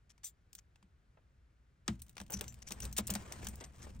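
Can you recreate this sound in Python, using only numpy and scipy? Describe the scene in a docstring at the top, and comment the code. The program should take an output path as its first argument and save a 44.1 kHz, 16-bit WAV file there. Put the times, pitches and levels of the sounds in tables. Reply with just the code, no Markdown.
"""Keys into the ignition

Inside a quiet car, a bunch of keys is handled close to a stereo microphone. The keys jingle once
and tick, metal on metal; then one knocks against the ignition lock, scrapes in over the pins and
is jiggled while the others dangle, clink and ring. The steering column answers with low thuds
and a hand rubs along it, over the cabin's faint rumble."""
import sys
import numpy as np
from scipy import signal
from scipy.fft import irfft
from scipy.io import wavfile
from scipy.ndimage import uniform_filter1d

SR = 44100
rng = np.random.default_rng(int(sys.argv[2]) if len(sys.argv) > 2 else 0)


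def to_wav(sig):
    """Store sig (one row per channel, or 1-D mono) as 16-bit WAV at the path in sys.argv[1].

    Samples outside -1..1 are clipped; the rate is SR.
    """
    pcm = np.clip(np.atleast_2d(sig), -1, 1) * 32767
    pcm = np.round(pcm).astype(np.int16)
    wavfile.write(sys.argv[1], SR, pcm.T)  # frames by channels


N = 176400

# Metal taps, close up. Each row: start in seconds, level in dB, treble tilt in dB per octave.
KEY_TAPS = [(.179,-64,-4),(.758,-62,-6),(.827,-62,-6.5),(.530,-49,2.5),(.551,-41.5,3.5),
            (2.019,-40.5,5.5),(2.094,-52,7.5),(2.168,-44.5,-6.5),(2.18,-41.5,-6.5),(2.201,-41,-6),(2.214,-45.5,-4),
            (2.304,-36,12),(2.3214,-37.5,6),(2.330,-38,5),(2.338,-39,6.5),(2.41,-33.5,1.5),(2.441,-47.5,-1),(2.48,-46,-0.5),
            (2.542,-52,1),(2.686,-44.5,1.5),(2.707,-41.5,-2.5),(2.715,-42.5,-6.5),(2.720,-34,1.5),
            (2.803,-39,1.5),(2.83,-45,8),(2.841,-43.5,3),(2.852,-39.5,1),(2.927,-40,3),
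            (3.07,-35,8),(3.0743,-34,7),(3.08,-41.5,0.5),(3.102,-31,4.5),(3.105,-28.5,2.5),(3.138,-36.5,1.5),(3.152,-32.5,-0.5),
            (3.322,-38.5,-1),(3.446,-44.5,3),(3.469,-34.5,-1.5),(3.486,-39.5,7),(3.556,-46,9)]
# A bright metallic tap colour, with a gap near 11 kHz that is not the keys' own.
# Each row: frequency in Hz, relative level in dB.
TAP_SPECTRUM = [(200,-22.5),(800,-3),(1800,-3.5),(3000,1.5),(4200,-1),(6000,2),(9500,3),(11200,-24),(12500,-5.5),(15700,-0.5),(16600,-22)]
TAP_DECAY_S = 0.0025

def key_taps():
    """Keys and key ring tap each other; brighter taps are shorter, and a held key clinks briefly."""
    out = np.zeros((2, N))
    for start, db, tilt in KEY_TAPS:
        decay_s = TAP_DECAY_S / 2 ** (max(tilt, 0) / 10)
        add(out, start, contact(TAP_SPECTRUM, db, decay_s, tilt))
        add(out, start, key_ring(rng.choice(list(KEY_MODES)), db - 19, freedom=0.67))
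    return out


def jingle(start=0.2425, bounce_s=0.009, tilt_db=5):
    """One key drops against the bunch, bounces and buzzes to rest."""
    out, t = np.zeros((2, N)), np.arange(SR // 8) / SR
    for k in range(5):
        add(out, start + k * bounce_s, contact(TAP_SPECTRUM, -43.5 - 3.5 * k, TAP_DECAY_S, tilt_db))
    buzz = amp(-51.5) * np.exp(-(t / 0.05) ** 4)
    add(out, start, buzz * noise(TAP_SPECTRUM, len(t), tilt_db, peaks_db=4))
    return out


# The modes of each key. Each row: frequency in Hz, relative level in dB, free t60 in seconds.
KEY_MODES = {"long": [(5720,1,0.1),(6100,5.5,.08),(9450,-7,.07)],
             "middle": [(6050,-2.5,.12),(7356,-6,0.22),(13500,-14.5,0.12)],
             "short": [(8246,0.5,.12),(11900,-12,0.12)]}

def key_ring(key, db, freedom=1):
    """A key rings and rattles until a neighbour stops it; less freedom shortens and detunes it."""
    t = np.arange(SR // 4) / SR
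    hz, mode_db, t60 = np.transpose(KEY_MODES[key])[:, :, None]
    hz = hz * (1 + 0.004 / freedom ** 2 * rng.standard_normal(hz.shape))
    left_db = read(MIC_BALANCE, hz) + 0.5
    phase = 2 * np.pi * (hz * t + rng.random(hz.shape))
    rattle_db = 3 * unit_rms(uniform_filter1d(rng.standard_normal(phase.shape), size=130))
    stopped = np.exp(-(t / 0.065) ** 4)
    fade = amp(db + mode_db + rattle_db - 60 * t / (t60 * freedom)) * stopped
    left = amp(left_db / 2) * np.sin(phase)
    right = amp(-left_db / 2) * np.sin(phase - read(MIC_LAG, hz))
    return np.sum(fade * np.array([left, right]), axis=1)


# Loose keys near the microphone. Each row: start in seconds, level in dB, which key.
KEY_SWINGS = [(.243,-40,"middle"),(.245,-43,"short"),(2.336,-43.5,"long"),(2.48,-46,"middle"),(2.673,-55,"long"),(2.721,-52,"short"),
              (2.822,-51.5,"long"),(2.852,-52.5,"short"),(2.984,-53,"middle"),(3.138,-46,"short"),(3.321,-52,"short"),(3.488,-53,"short"),(3.607,-57,"short"),(3.643,-57,"short"),(3.831,-58.5,"short")]

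def swinging_keys():
    """Keys that swing free ring out."""
    out = np.zeros((2, N))
    for start, db, key in KEY_SWINGS:
        add(out, start, key_ring(key, db))
    return out


# Slips within the bunch. Each row: start in seconds, level in dB, length in seconds.
BLADE_SLIDES = [(0.094,-63,0.031),(.232,-53.5,0.017),(.58,-58.5,0.021),(2.332,-44,0.022),(2.368,-46.5,0.012),(2.388,-52,.014),(2.618,-53,0.017),(2.667,-50.5,0.023),(2.818,-51.5,0.025),(3.44,-54,0.023),(3.602,-51.5,0.016),(3.638,-50,0.018),(3.816,-56,0.046)]
# Blade on blade. Each row: frequency in Hz, relative level in dB.
SLIDE_SPECTRUM = [(400,-14.5),(2200,0.5),(4300,-4.5),(5900,6.5),(7500,0.5),(15000,-23.5)]

def sliding_blades():
    """Key blades slide over each other in short, gritty swells."""
    out, t = np.zeros((2, N)), np.arange(4096) / SR
    for start, db, length in BLADE_SLIDES:
        swell = np.sin(np.pi * np.minimum(t / length, 1) ** 0.7)
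        grit = unit_rms(amp(5 * flutter(30)[:len(t)]))
        add(out, start, amp(db) * swell * grit * noise(SLIDE_SPECTRUM, len(t), peaks_db=2.5))
    return out


# Knocks at the ignition. Each row: start in seconds, level in dB, decay in seconds.
LOCK_KNOCKS = [(1.172,-63,0.012),(1.880,-34.5,0.0092),(2.2,-53.5,0.017),(2.299,-51,0.035),(2.324,-47,0.013),(2.409,-45,0.014),(2.708,-51,0.026),(2.988,-35.5,0.0099),(3.094,-45.5,0.04),(3.158,-40.5,0.0097),(3.316,-52,0.014),(3.609,-50.5,0.028),(3.867,-54,0.014)]
# The knocks and the tip's strike as heard. Each row: frequency in Hz, relative level in dB.
KNOCK_SPECTRUM = [(120,-14),(350,1),(800,-1),(1100,-3.5),(2700,-7),(5000,-11.5),(10000,-45),(16000,-71)]
STRIKE_SPECTRUM = [(500,-23),(1400,-0.5),(3200,2.5),(8500,3),(10500,-20),(15500,-10),(17000,-31)]
# The blade crossing the pins. Each row: time in seconds, level in dB.
PIN_SCRAPE = [(2.966,-39),(2.977,-40),(2.985,-27),(2.992,-41),(2.997,-41),(3.010,-56.5),(3.025,-95)]
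STRIKE_AT_S, STRIKE_DB = 1.879, -29.5

def ignition_lock():
    """The key tip strikes the lock, knocks about in it and scrapes over the pins."""
    scrape = level(PIN_SCRAPE) * (np.arange(N) / SR < PIN_SCRAPE[-1][0])
    grit = unit_rms(amp(flutter(30)))
    out = scrape * grit * noise(TAP_SPECTRUM, N, tilt_db=1.4)
    add(out, STRIKE_AT_S, contact(STRIKE_SPECTRUM, STRIKE_DB, decay_s=0.0023))
    for start, db, decay_s in LOCK_KNOCKS:
        tilt_db = 0.24 * (db - STRIKE_DB)  # softer knocks are duller
        add(out, start, contact(KNOCK_SPECTRUM, db, decay_s, tilt_db))
    return out


# Blows that reach the column. Each row: start in seconds, level in dB.
COLUMN_THUDS = [(0.828,-61.5),(1.884,-27.5),(2.203,-45),(2.334,-41),(2.415,-52.5),(2.705,-44.5),(2.824,-47),(2.992,-33.5),(3.106,-35),(3.151,-36),(3.475,-44.5)]
# The column's modes. Each row: frequency in Hz, relative level in dB, t60 in seconds.
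COLUMN_MODES = [(74.55,-13.5,0.44),(121.8,-10.5,0.29),(192,-4.5,0.203),(206,3.5,0.13),(259,-18.5,0.26),(329.8,-15,0.182)]

def steering_column(rise_s=0.016):
    """The steering column and dashboard answer each push with a low thud."""
    out, t = np.zeros((2, N)), np.arange(SR // 2) / SR
    hz, mode_db, t60 = np.transpose(COLUMN_MODES)[:, :, None]
    pan = amp(np.outer([1, -1], read(MIC_BALANCE, hz[:, 0])) / 2)
    for start, db in COLUMN_THUDS:
        detune = 1 + 0.021 * rng.standard_normal(hz.shape)
        modes = amp(db + mode_db - 60 * t / t60) * np.sin(2 * np.pi * hz * detune * t)
        add(out, start, np.minimum(t / rise_s, 1) * (pan @ modes))
    return out


# The hand at the column, its rumble and its rub. Each row: time in seconds, level in dB.
RUMBLE_CURVE = [(1.86,-90),(1.90,-51),(2.08,-63.5),(2.28,-56),(2.36,-46.5),(2.52,-53.5),(2.61,-60),(2.86,-45.5),(2.97,-52.5),(3.14,-45.5),(3.30,-56.5),(3.46,-45),(3.55,-50),(3.74,-59),(4,-45.5)]
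RUB_CURVE = [(1.86,-75),(1.90,-58.5),(2.0,-80),(2.28,-76.5),(2.33,-59),(2.46,-57.5),(2.53,-71.5),(2.73,-62),(2.86,-51.5),(2.94,-70.5),(3.12,-58),(3.48,-53.5),(3.56,-63.5),(3.74,-67),(3.85,-58),(4,-71)]
# Their colours as heard. Each row: frequency in Hz, relative level in dB.
RUMBLE_SPECTRUM = [(20,-11.5),(42,-9.5),(62,5),(90,-7),(125,-3.5),(160,-13.5),(210,-9.5),(290,-27),(1200,-68)]
RUB_SPECTRUM = [(100,-2.5),(220,-1),(850,-6),(1600,-8.5),(4300,-19),(8500,-17.5),(11500,-35),(15000,-27),(17000,-54)]

def hand():
    """Low handling rumble and the grainy rub of a hand, whose colour shifts as the grip moves."""
    rub, window = np.zeros((2, N)), np.sin(np.pi * np.arange(4096) / 4096)
    for sample in range(0, N, len(window) // 2):
        add(rub, sample / SR, window * noise(RUB_SPECTRUM, len(window), peaks_db=2.5))
    grain = unit_rms(amp(0.5 * flutter(60) + 2.5 * flutter(700)))
    rumble = level(RUMBLE_CURVE) * noise(RUMBLE_SPECTRUM, N)
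    return rumble + level(RUB_CURVE) * grain * rub


def dangling_keys(ticks_per_s=40):
    """Once the key meets the lock, the hanging bunch keeps ticking faintly."""
    out = np.zeros((2, N))
    starts = STRIKE_AT_S + np.cumsum(rng.exponential(1, 300)) / ticks_per_s
    levels_db = -66 + 4 * np.minimum(rng.standard_normal(300), 2)
    for start, db in zip(starts, levels_db):
        if start < N / SR:
            add(out, start, contact(TAP_SPECTRUM, db, TAP_DECAY_S, tilt_db=-1.5))
    return out


# Room tone inside the car. Each row: frequency in Hz, relative level in dB.
CABIN_SPECTRUM = [(20,-18),(55,1.5),(130,-10),(260,-22),(900,-32.5),(1450,-28),(2900,-38),(8000,-47),(16000,-63)]

def cabin():
    """The quiet cabin: a faint, steady rumble and hiss."""
    return amp(-67.5) * noise(CABIN_SPECTRUM, N)


def contact(spectrum, db, decay_s, tilt_db=0):
    """One contact with its own resonances: a crack, brief chatter and the dead cabin's short tail."""
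    t = np.arange(8192) / SR
    attack = np.minimum(t / 0.00056, 1)
    crack = np.exp(-t / decay_s)
    chatter = amp(-12) * np.exp(-t / 0.0045)
    tail = amp(-21) * np.exp(-t / 0.018)
    return amp(db) * attack * (crack + chatter + tail) * noise(spectrum, len(t), tilt_db, peaks_db=2.5)


# How alike the microphone's two sides are. Each row: frequency in Hz, correlation from -1 to 1.
MIC_CORRELATION = [(60,1),(170,0.87),(700,0.35),(1300,-0.18),(2500,0.64),(14000,0.96)]
# The lean to the left. Each row: frequency in Hz, left minus right in dB.
MIC_BALANCE = [(180,1),(380,3),(1200,0),(5000,3.5),(7200,6),(9000,0.5),(15000,-0.5)]
# The right side trails. Each row: frequency in Hz, phase lag in radians.
MIC_LAG = [(2000,0.21),(5000,1.18),(8500,1.43),(14000,1.4)]

def noise(spectrum, size, tilt_db=0, peaks_db=0):
    """Coloured noise at the stereo microphone, tilted per octave above 1 kHz, with chance resonances."""
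    hz = np.fft.rfftfreq(size, 1 / SR)
    left, unrelated = np.exp(2j * np.pi * rng.random((2, len(hz))))
    alike = np.clip(read(MIC_CORRELATION, hz), -1, 1)
    right = (alike * left + np.sqrt(1 - alike ** 2) * unrelated) * np.exp(-1j * read(MIC_LAG, hz))
    pan = amp(read(MIC_BALANCE, hz) / 2)
    peak_axis = 2 * np.sqrt(hz * 6000) / 332.3  # one step is about 330 Hz at 6 kHz
    peaks = np.interp(peak_axis, np.arange(512), rng.standard_normal(512))
    colour = amp(read(spectrum, hz) + peaks_db * peaks + tilt_db * np.log2(np.maximum(hz, 1000)))
    return unit_rms(irfft(np.array([left * pan, right / pan]) * colour, size))


def flutter(samples):
    """Random unevenness, smooth over some samples."""
    return unit_rms(uniform_filter1d(rng.standard_normal(N), samples))


def amp(db):
    """Decibels to gain."""
    return 10 ** (np.asarray(db) / 20)


def unit_rms(x):
    """Scales to rms 1."""
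    return x / np.sqrt(np.mean(x ** 2) + 1e-20)


def read(points, hz):
    """Reads a table on a log-frequency axis."""
    f, value = np.transpose(points)
    return np.interp(np.log(hz + 1), np.log(f + 1), value)


def level(points):
    """A level curve as gain, silent before it starts."""
    times, db = np.transpose(points)
    return amp(np.interp(np.arange(N) / SR, times, db, left=-140))


def add(mix, start, sound):
    """Mixes a sound in at a time in seconds."""
    part = mix[:, max(round(start * SR), 0):][:, :sound.shape[1]]
    part += sound[:, :part.shape[1]]


def scene():
    """Keys up close, with lock, column and hand, over the cabin's room tone."""
    keys = key_taps() + sliding_blades() + jingle() + swinging_keys() + dangling_keys()
    return keys + ignition_lock() + steering_column() + hand() + cabin()


def record(dry):
    """The recorder's band limit at 16.4 kHz."""
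    lowpass = signal.firwin(255, 16400, window=("kaiser", 8), fs=SR)
    return signal.oaconvolve(dry, lowpass[None], "same")


dry = scene()
out = record(dry)
to_wav(out)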